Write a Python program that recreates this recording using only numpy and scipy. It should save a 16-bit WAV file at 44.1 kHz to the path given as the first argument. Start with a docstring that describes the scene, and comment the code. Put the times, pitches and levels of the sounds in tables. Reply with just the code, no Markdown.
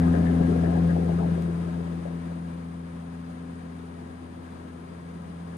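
"""Inside a turboprop seaplane in flight, at a window beside the propeller.
The blades load the fuselage periodically, giving a deep drone whose harmonics swell and sink as the
two propellers slip out of step. Turbulent air buffets the skin and dies away after two seconds,
leaving the drone, the even rush of the slipstream and a thin turbine whine. Loose trim buzzes,
gusts surge against the window, the airframe knocks softly and there is one tiny tick."""
import sys
import numpy as np
from scipy import signal
from scipy.fft import rfft, irfft, next_fast_len
from scipy.io import wavfile

SR = 44100
rng = np.random.default_rng(int(sys.argv[2]) if len(sys.argv) > 2 else 0)


def dump_mix(stems):
    """Bounce the given channels to the path in sys.argv[1] as a 16-bit WAV at rate SR."""
    frames = np.atleast_2d(stems).T  # one column per channel
    limited = np.clip(frames, -1, 1)  # hard clip at full scale
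    pcm = np.round(limited * 32767).astype(np.int16)
    wavfile.write(sys.argv[1], SR, pcm)


N = 245637
TIME = np.arange(N) / SR
FREQS = np.fft.rfftfreq(N, 1 / SR)
BLADE_HZ = 84.87

# Blade load, high at first, then easing. Each row: time in seconds, first harmonic's level in dB.
BLADE_LOAD = [(0.08, -27.5), (0.5, -30.5), (0.87, -30.5), (1.4, -35.5), (1.67, -39.5), (2.25, -43.5),
              (3.1, -46.5), (4.55, -47), (4.85, -48.6), (5.5, -47)]
# Harmonics two to five, sinking where the propellers cancel. Each row: time in seconds, level in dB.
HARMONIC_2 = [(0, -22), (0.7, -24), (0.86, -21.5), (1.0, -24.5), (1.35, -25.5), (1.7, -31.5), (2.05, -33),
              (2.9, -39.5), (3.3, -40), (3.9, -43.5), (4.5, -50.5), (5.1, -41.5), (5.45, -38.5)]
HARMONIC_3 = [(0.08, -25), (0.2, -30), (0.35, -26), (0.6, -30.5), (0.85, -34), (1.15, -41), (1.5, -42),
              (1.68, -49), (1.9, -43.5), (2.55, -42.7), (2.85, -46.5), (3.2, -42.5), (4.35, -46),
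              (4.95, -47.5), (5.13, -54.5), (5.4, -50.3)]
HARMONIC_4 = [(0.2, -51), (0.52, -43), (0.8, -50), (1.05, -41.5), (1.5, -50), (1.85, -50), (2.7, -67),
              (3.3, -63), (4.5, -56.5), (5.5, -67)]
HARMONIC_5 = [(0.1, -49), (0.7, -53), (1.05, -43), (1.55, -51), (2.0, -61), (2.6, -70), (3.1, -61),
              (3.9, -59), (4.7, -69), (5.4, -59)]
# Balance of the five lowest harmonics. Each entry: left minus right in dB.
HARMONIC_SIDES = [2.9, 2.0, 4.2, 7, 10]
# Harmonics from the sixth up. Each row: level against the first in dB, left minus right in dB.
UPPER_HARMONICS = [(-17, 12), (-27, 8), (-24, 6)]
# The drone leans as standing waves shift. Each row: time in seconds, added left minus right in dB.
STANDING_WAVE_LEAN = [(0, 0), (2.0, 1.2), (3.0, -0.5), (5.57, -1.5)]
# Sound field at the two microphone ports. Each row: frequency in Hz, coherence from 0 to 1,
# phase lead of the left in radians.
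PORT_FIELD = [(30, .97, 0), (200, .98, -.05), (280, .96, .12), (400, .82, -.3), (520, .78, -2.3),
              (750, .8, -2.4), (1000, .5, -2.2), (1400, .27, -2.3), (2400, .27, -5.0), (3200, .38, -6.3),
              (5000, .2, -9.3), (9500, .2, -17.6), (12000, .92, -18.8)]
# Resonances and dips of pane and wall panels. Each row: centre in Hz, width in Hz, left and right dB.
PANEL_MODES = [(615, 70, -2, -2), (700, 90, 1, 3), (880, 60, -2, -2), (985, 50, 2, 2), (1065, 60, 2, 2.5),
               (1145, 60, -2.5, -1.5), (1285, 70, 2.5, 1), (1405, 45, -3.5, -2.5), (1456, 30, 2, 2),
               (1515, 60, -2.5, -1), (1640, 90, 4, 2), (1745, 35, 2.5, 2), (1810, 45, -3, -2),
               (2350, 50, -2.5, -1), (4960, 330, 5, 3)]
# Strength of the buffeting. Each row: time in seconds, relative level in dB.
BUFFET_LEVEL = [(0.08, -34), (0.55, -33.5), (1.0, -36), (1.3, -36.5), (1.5, -41.5), (2.1, -46.5),
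                (2.71, -52.5), (5.08, -51), (5.5, -51.5)]
# Buffeting through the wall. Each row: frequency in Hz, left and right relative density in dB.
BUFFET_SPECTRUM = [(25, -79, -81), (61.4, -66, -70), (109, -56.5, -56), (149, -50.5, -61.5),
                   (193.5, -46.5, -49.5), (308, -50, -60.5), (460, -54.5, -67), (800, -60, -68.5),
                   (950, -79, -80), (1590, -72.5, -86), (2580, -85.5, -103.5), (4200, -91, -97),
                   (8700, -100.5, -110), (14000, -117, -118)]
# Strength of the slipstream and the turbine. Each row: time in seconds, relative level in dB.
RUSH_LEVEL = [(0.08, -56), (1.2, -58.5), (2.78, -63.5), (4.96, -64), (5.5, -63.5)]
# Slipstream through the wall. Each row: frequency in Hz, left and right relative density in dB.
RUSH_SPECTRUM = [(25, -104, -103), (51, -96.5, -103), (107, -78.5, -68.5), (221, -71.5, -63.5),
                 (305, -78.5, -76.5), (464, -69.5, -83.5), (674, -72.5, -78), (1096, -74.5, -78.5),
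                 (2650, -89, -92.5), (3700, -91, -99.5), (5500, -99.3, -105.8), (8750, -95, -104),
                 (12930, -112, -112), (15000, -123, -123)]
# Turbine tones. Each row: frequency in Hz, level in dB added to RUSH_LEVEL.
TURBINE_TONES = [(2406, -15), (8280, -22), (9283, -20), (9367, -16), (9452, -19), (9535, -20.5)]
# Resonances of the trim between shakes. Each row: centre in Hz, width in Hz, relative level in dB.
TRIM_MODES = [(1260, 90, -10), (1633, 36, 8.5), (1810, 26, -8.5), (1885, 77, 7), (2270, 39, 4),
              (4800, 280, -15)]
# Shakes of the window trim. Each row: peak time in seconds, level in dB, length in seconds, pitch in Hz.
TRIM_SHAKES = [(.037, -44, .034, 1665), (.08, -45.5, .05, 1270), (.155, -42.3, .038, 1638),
               (.21, -50, .024, 1665), (.278, -45, .036, 1760), (.448, -49.5, .044, 1632),
               (.531, -47.5, .024, 1310), (.59, -49.5, .038, 1665), (.657, -46, .03, 1696),
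               (.759, -52, .035, 1650), (.902, -44, .03, 1639), (1.192, -48.5, .022, 1290),
               (1.461, -54, .02, 1647), (4.48, -58, .03, 1640), (5.53, -60, .05, 1700)]
# Gusts on the window. Each row: peak time in seconds, level in dB, centre in Hz, length in seconds.
WINDOW_GUSTS = [(.047, -34.5, 700, .035), (.147, -31.5, 560, .022), (.177, -38.5, 690, .025),
                (.241, -38.5, 710, .022), (.297, -39, 700, .022), (.413, -38, 720, .022),
                (.45, -35, 580, .025), (.515, -33.5, 400, .04), (.556, -34, 470, .035),
                (.642, -34.3, 570, .026), (.697, -34.5, 640, .024), (.728, -34.5, 680, .024),
                (.774, -33.5, 690, .034), (.966, -34.5, 680, .02), (1.0, -34, 400, .04),
                (1.092, -36.5, 690, .04), (1.228, -34.2, 700, .04), (1.256, -35.5, 590, .025),
                (1.284, -35, 370, .022), (1.384, -37, 380, .024), (1.491, -35.5, 365, .02),
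                (1.812, -38.5, 365, .028), (5.53, -52, 580, .08)]
# Dull blows on the airframe. Each row: start in seconds, level in dB, pitch in Hz.
AIRFRAME_BLOWS = [(.892, -23, 560), (.954, -24, 600), (1.675, -29, 400), (1.684, -27.5, 620),
                  (1.76, -30.5, 610), (1.868, -27, 365), (1.877, -32, 550), (2.054, -20, 560),
                  (2.062, -32, 450), (2.073, -29, 680), (2.086, -34, 560), (2.105, -32, 560),
                  (2.133, -35, 560), (2.249, -33, 345), (2.312, -29, 550), (2.321, -33, 360),
                  (2.407, -35, 335), (2.55, -34.5, 540)]
# Airframe modes. Each row: multiple of the blow's pitch, relative level in dB, seconds to fall 60 dB.
AIRFRAME_MODES = [(.72, -15, .05), (1, -1, .04), (1.2, -15, .045), (1.42, -20, .04)]
# The tick's impulse. It holds: time in seconds, level in dB before filtering.
TICK_IMPULSE = (1.4233, -28.7)
# Notches in the microphone's treble. 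Each row: centre in Hz, width in Hz, gain in dB.
MIC_NOTCHES = [(5220, 80, -9.5), (7580, 370, -11), (10940, 1180, -22)]


def from_db(db):
    """Amplitude grows tenfold for every 20 dB."""
    return 10 ** (np.asarray(db) / 20)


def rms_one(x):
    """Normalisation to unit mean power."""
    return x / np.sqrt(np.mean(x ** 2) + 1e-20)


def in_time(rows):
    """Linear interpolation of each column at every sample."""
    times, *columns = np.transpose(rows)
    return [np.interp(TIME, times, column) for column in columns]


def in_frequency(rows):
    """Interpolation of each column along a logarithmic frequency axis."""
    hz, *columns = np.transpose(rows)
    return [np.interp(np.log(FREQS + 1), np.log(hz), column) for column in columns]


def bell(hz, width_hz):
    """A Gaussian band of height 1, its width taken at half height."""
    return 2 ** -(2 * (FREQS - hz) / width_hz) ** 2


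def swell(peak_s, db, length_s):
    """A Gaussian envelope, its length taken at half height."""
    return from_db(db) * 2 ** -(2 * (TIME - peak_s) / length_s) ** 2


def drift(rate_hz):
    """Low-passed noise of rms 1: a random fluctuation, mostly slower than rate_hz."""
    size = next_fast_len(N)
    rolloff = (1 + (np.fft.rfftfreq(size, 1 / SR) / rate_hz) ** 2) ** 2
    return rms_one(irfft(rfft(rng.standard_normal(size)) / rolloff, size)[:N])


def resonant_noise(response):
    """Random excitation of a frequency response; rms 1."""
    return rms_one(irfft(rfft(rng.standard_normal(N)) * response, N))


def wavering_tone(hz, wander_hz):
    """Random frequency modulation broadens a tone into a narrow band; rms 1."""
    return np.sqrt(2) * np.sin(2 * np.pi * np.cumsum(hz + wander_hz * drift(150)) / SR)


def pan(side_db):
    """A level difference, left minus right, places a source; the two gains average 1."""
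    gains = from_db([[side_db / 2], [-side_db / 2]])
    return gains / gains.mean()


def at_ports(x, side_db):
    """Sound from the left wall reaches the right port weaker and shifted in phase."""
    _, lead = in_frequency(PORT_FIELD)
    right = irfft(rfft(x) * np.exp(-1j * lead), N)
    return np.array([x, right]) * pan(side_db)


def propeller(rough_db, flutter_db, smear_rad, stray_rad, growl_rad):
    """Periodic blade loading radiates harmonics of the blade rate; uneven inflow makes them waver."""
    load_db, = in_time(BLADE_LOAD)
    lean_db, = in_time(STANDING_WAVE_LEAN)
    blade_phase = 2 * np.pi * BLADE_HZ * TIME + .022 * drift(16)
    curves = (BLADE_LOAD, HARMONIC_2, HARMONIC_3, HARMONIC_4, HARMONIC_5)
    envelopes = [from_db(in_time(curve)[0] + rough_db * drift(48)) for curve in curves]
    envelopes += [from_db(load_db + db + flutter_db * drift(6.1)) for db, _ in UPPER_HARMONICS]
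    sides_db = list(HARMONIC_SIDES) + [side_db for _, side_db in UPPER_HARMONICS]
    port_hz, _, leads = np.transpose(PORT_FIELD)
    out = np.zeros((2, N))
    for k, (envelope, side_db) in enumerate(zip(envelopes, sides_db), 1):
        # The cabin delays each harmonic differently, smearing the blade pulses into a round hum.
        dispersion = smear_rad * k * k + stray_rad * drift(0.17)
        inflow_jitter = growl_rad * (k - 1) * drift(35)
        port_lag = np.array([[0], [np.interp(k * BLADE_HZ, port_hz, leads)]])
        phase = k * blade_phase + dispersion + inflow_jitter - port_lag
        out += np.sqrt(2) * envelope * np.cos(phase) * pan(side_db)
    return out * from_db([lean_db / 2, -lean_db / 2])


def air_noise(spectrum):
    """Turbulence filtered by the resonant wall reaches the two ports partly coherent; rms 1."""
    coherence, lead = in_frequency(PORT_FIELD)
    left, independent = rfft(rng.standard_normal((2, N)))
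    right = coherence * np.exp(-1j * lead) * left + np.sqrt(1 - coherence ** 2) * independent
    gain_db = np.array(in_frequency(spectrum))
    for hz, width_hz, left_db, right_db in PANEL_MODES:
        gain_db += bell(hz, width_hz) * np.array([[left_db], [right_db]])
    return rms_one(irfft(np.array([left, right]) * from_db(gain_db), N))


def buffeting(gain_db, lumps_db, patchy_db, eddy_hz, smooth_above_hz):
    """Large eddies modulate the low octaves, less as the air calms; small ones merge into hiss."""
    level_db, = in_time(BUFFET_LEVEL)
    spectrum = rfft(air_noise(BUFFET_SPECTRUM))
    lumpy_share = 1 / (1 + (FREQS / smooth_above_hz) ** 2)
    octave = np.log2(np.clip(FREQS, 125, 1000) / 125)
    common_db = lumps_db * drift(eddy_hz)
    unrest = (level_db - level_db.min()) / np.ptp(level_db)
    out = irfft(spectrum * (1 - lumpy_share), N)
    for k in range(4):
        band = irfft(spectrum * lumpy_share * np.maximum(0, 1 - abs(octave - k)), N)
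        out += band * from_db(unrest * (common_db + patchy_db * drift(eddy_hz)))
    return from_db(level_db + gain_db) * rms_one(out)


def slipstream(gain_db, flicker_db):
    """Turbulent flow along the fuselage makes an even broadband rush."""
    level_db, = in_time(RUSH_LEVEL)
    return from_db(level_db + gain_db + flicker_db * drift(28)) * air_noise(RUSH_SPECTRUM)


def turbine(hiss_db, hiss_hz, hiss_width_hz, wander_hz, flutter_db):
    """Fast rotation gives thin tones, the top ones a blade rate apart in a band of compressor hiss."""
    level_db, = in_time(RUSH_LEVEL)
    hiss = irfft(rfft(rng.standard_normal((2, N))) * bell(hiss_hz, hiss_width_hz), N)
    out = from_db(hiss_db) * rms_one(hiss)
    for hz, db in TURBINE_TONES:
        phase = 2 * np.pi * np.cumsum(hz + wander_hz * drift(21)) / SR
        flutter = np.array([drift(17), drift(16)])
        out += from_db(db + flutter_db * flutter) * np.sin(phase)
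    return from_db(level_db) * out * pan(2.4)


def trim_buzz(throb, idle_db, flutter_db, wander_hz, chatter_width_hz, chatter_db):
    """Forced vibration: loose trim rings faintly and chatters when shaken, pulsing at the blade rate."""
    blade_pulse = 1 + throb * np.cos(2 * np.pi * BLADE_HZ * TIME)
    modes = sum(from_db(db) * bell(hz, width_hz) for hz, width_hz, db in TRIM_MODES)
    out = resonant_noise(modes) * from_db(idle_db + flutter_db * drift(5.7))
    for peak_s, db, length_s, hz in TRIM_SHAKES:
        ring = wavering_tone(hz, wander_hz)
        rattle = from_db(chatter_db) * resonant_noise(bell(hz, chatter_width_hz))
        out += swell(peak_s, db, length_s) * (ring + rattle)
    return at_ports(out * blade_pulse, side_db=14.0)


def gusts(wander_hz, wash_width_hz, wash_db):
    """Each short surge excites a hollow resonance of the wall inside a broad wash of air."""
    wash_gain = from_db(wash_db)
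    out = np.zeros(N)
    for peak_s, db, hz, length_s in WINDOW_GUSTS:
        ring = wavering_tone(hz, wander_hz)
        wash = wash_gain * resonant_noise(bell(hz, wash_width_hz))
        out += swell(peak_s, db, length_s) * (ring + wash)
    return at_ports(out / np.hypot(1, wash_gain), side_db=12.0)   # ring and wash add in power


def knocks(contact_s):
    """Free vibration: soft blows ring the airframe's damped modes at the pitch of the spot struck."""
    out = np.zeros(N)
    for start_s, blow_db, hz in AIRFRAME_BLOWS:
        age = np.maximum(TIME - start_s, 0)
        attack = 1 - np.exp(-age / contact_s)
        for multiple, mode_db, t60 in AIRFRAME_MODES:
            decay = from_db(blow_db + mode_db + rng.standard_normal() - 60 * age / t60)
            out += attack * decay * np.sin(2 * np.pi * multiple * hz * age)
    return at_ports(out, side_db=10.0)


def tick(dull_hz):
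    """A low-passed impulse with no resonance is heard as one tiny, close snap."""
    start_s, db = TICK_IMPULSE
    impulse = from_db(db) * (np.arange(N) == int(start_s * SR))
    return signal.sosfilt(signal.butter(1, dull_hz, fs=SR, output="sos"), impulse) * pan(3.0)


def scene():
    """Superposition: drone, air, turbine and the small cabin noises add as pressures."""
    drone = propeller(rough_db=0.57, flutter_db=3.2, smear_rad=1.35, stray_rad=0.16, growl_rad=.08)
    roar = buffeting(gain_db=4.5, lumps_db=1.0, patchy_db=1.6, eddy_hz=32, smooth_above_hz=1100)
    surges = gusts(wander_hz=50, wash_width_hz=450, wash_db=1.0)
    rush = slipstream(gain_db=17.0, flicker_db=0.6)
    whine = turbine(hiss_db=-9.0, hiss_hz=9400, hiss_width_hz=600, wander_hz=3.0, flutter_db=3.5)
    trim = trim_buzz(throb=.45, idle_db=-69.3, flutter_db=2.5, wander_hz=32,
                     chatter_width_hz=650, chatter_db=-4)
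    return drone + roar + rush + whine + trim + surges + knocks(contact_s=.002) + tick(dull_hz=11000)


def record(dry):
    """Linear filtering: the microphone notches the treble, and a steep low-pass cuts it at 15 kHz."""
    notches_db = sum(db * bell(hz, width_hz) for hz, width_hz, db in MIC_NOTCHES)
    coloured = irfft(rfft(dry) * from_db(notches_db), N)
    return signal.sosfilt(signal.ellip(10, .1, 80, 15000, fs=SR, output="sos"), coloured)


dry = scene()
out = record(dry)
dump_mix(out)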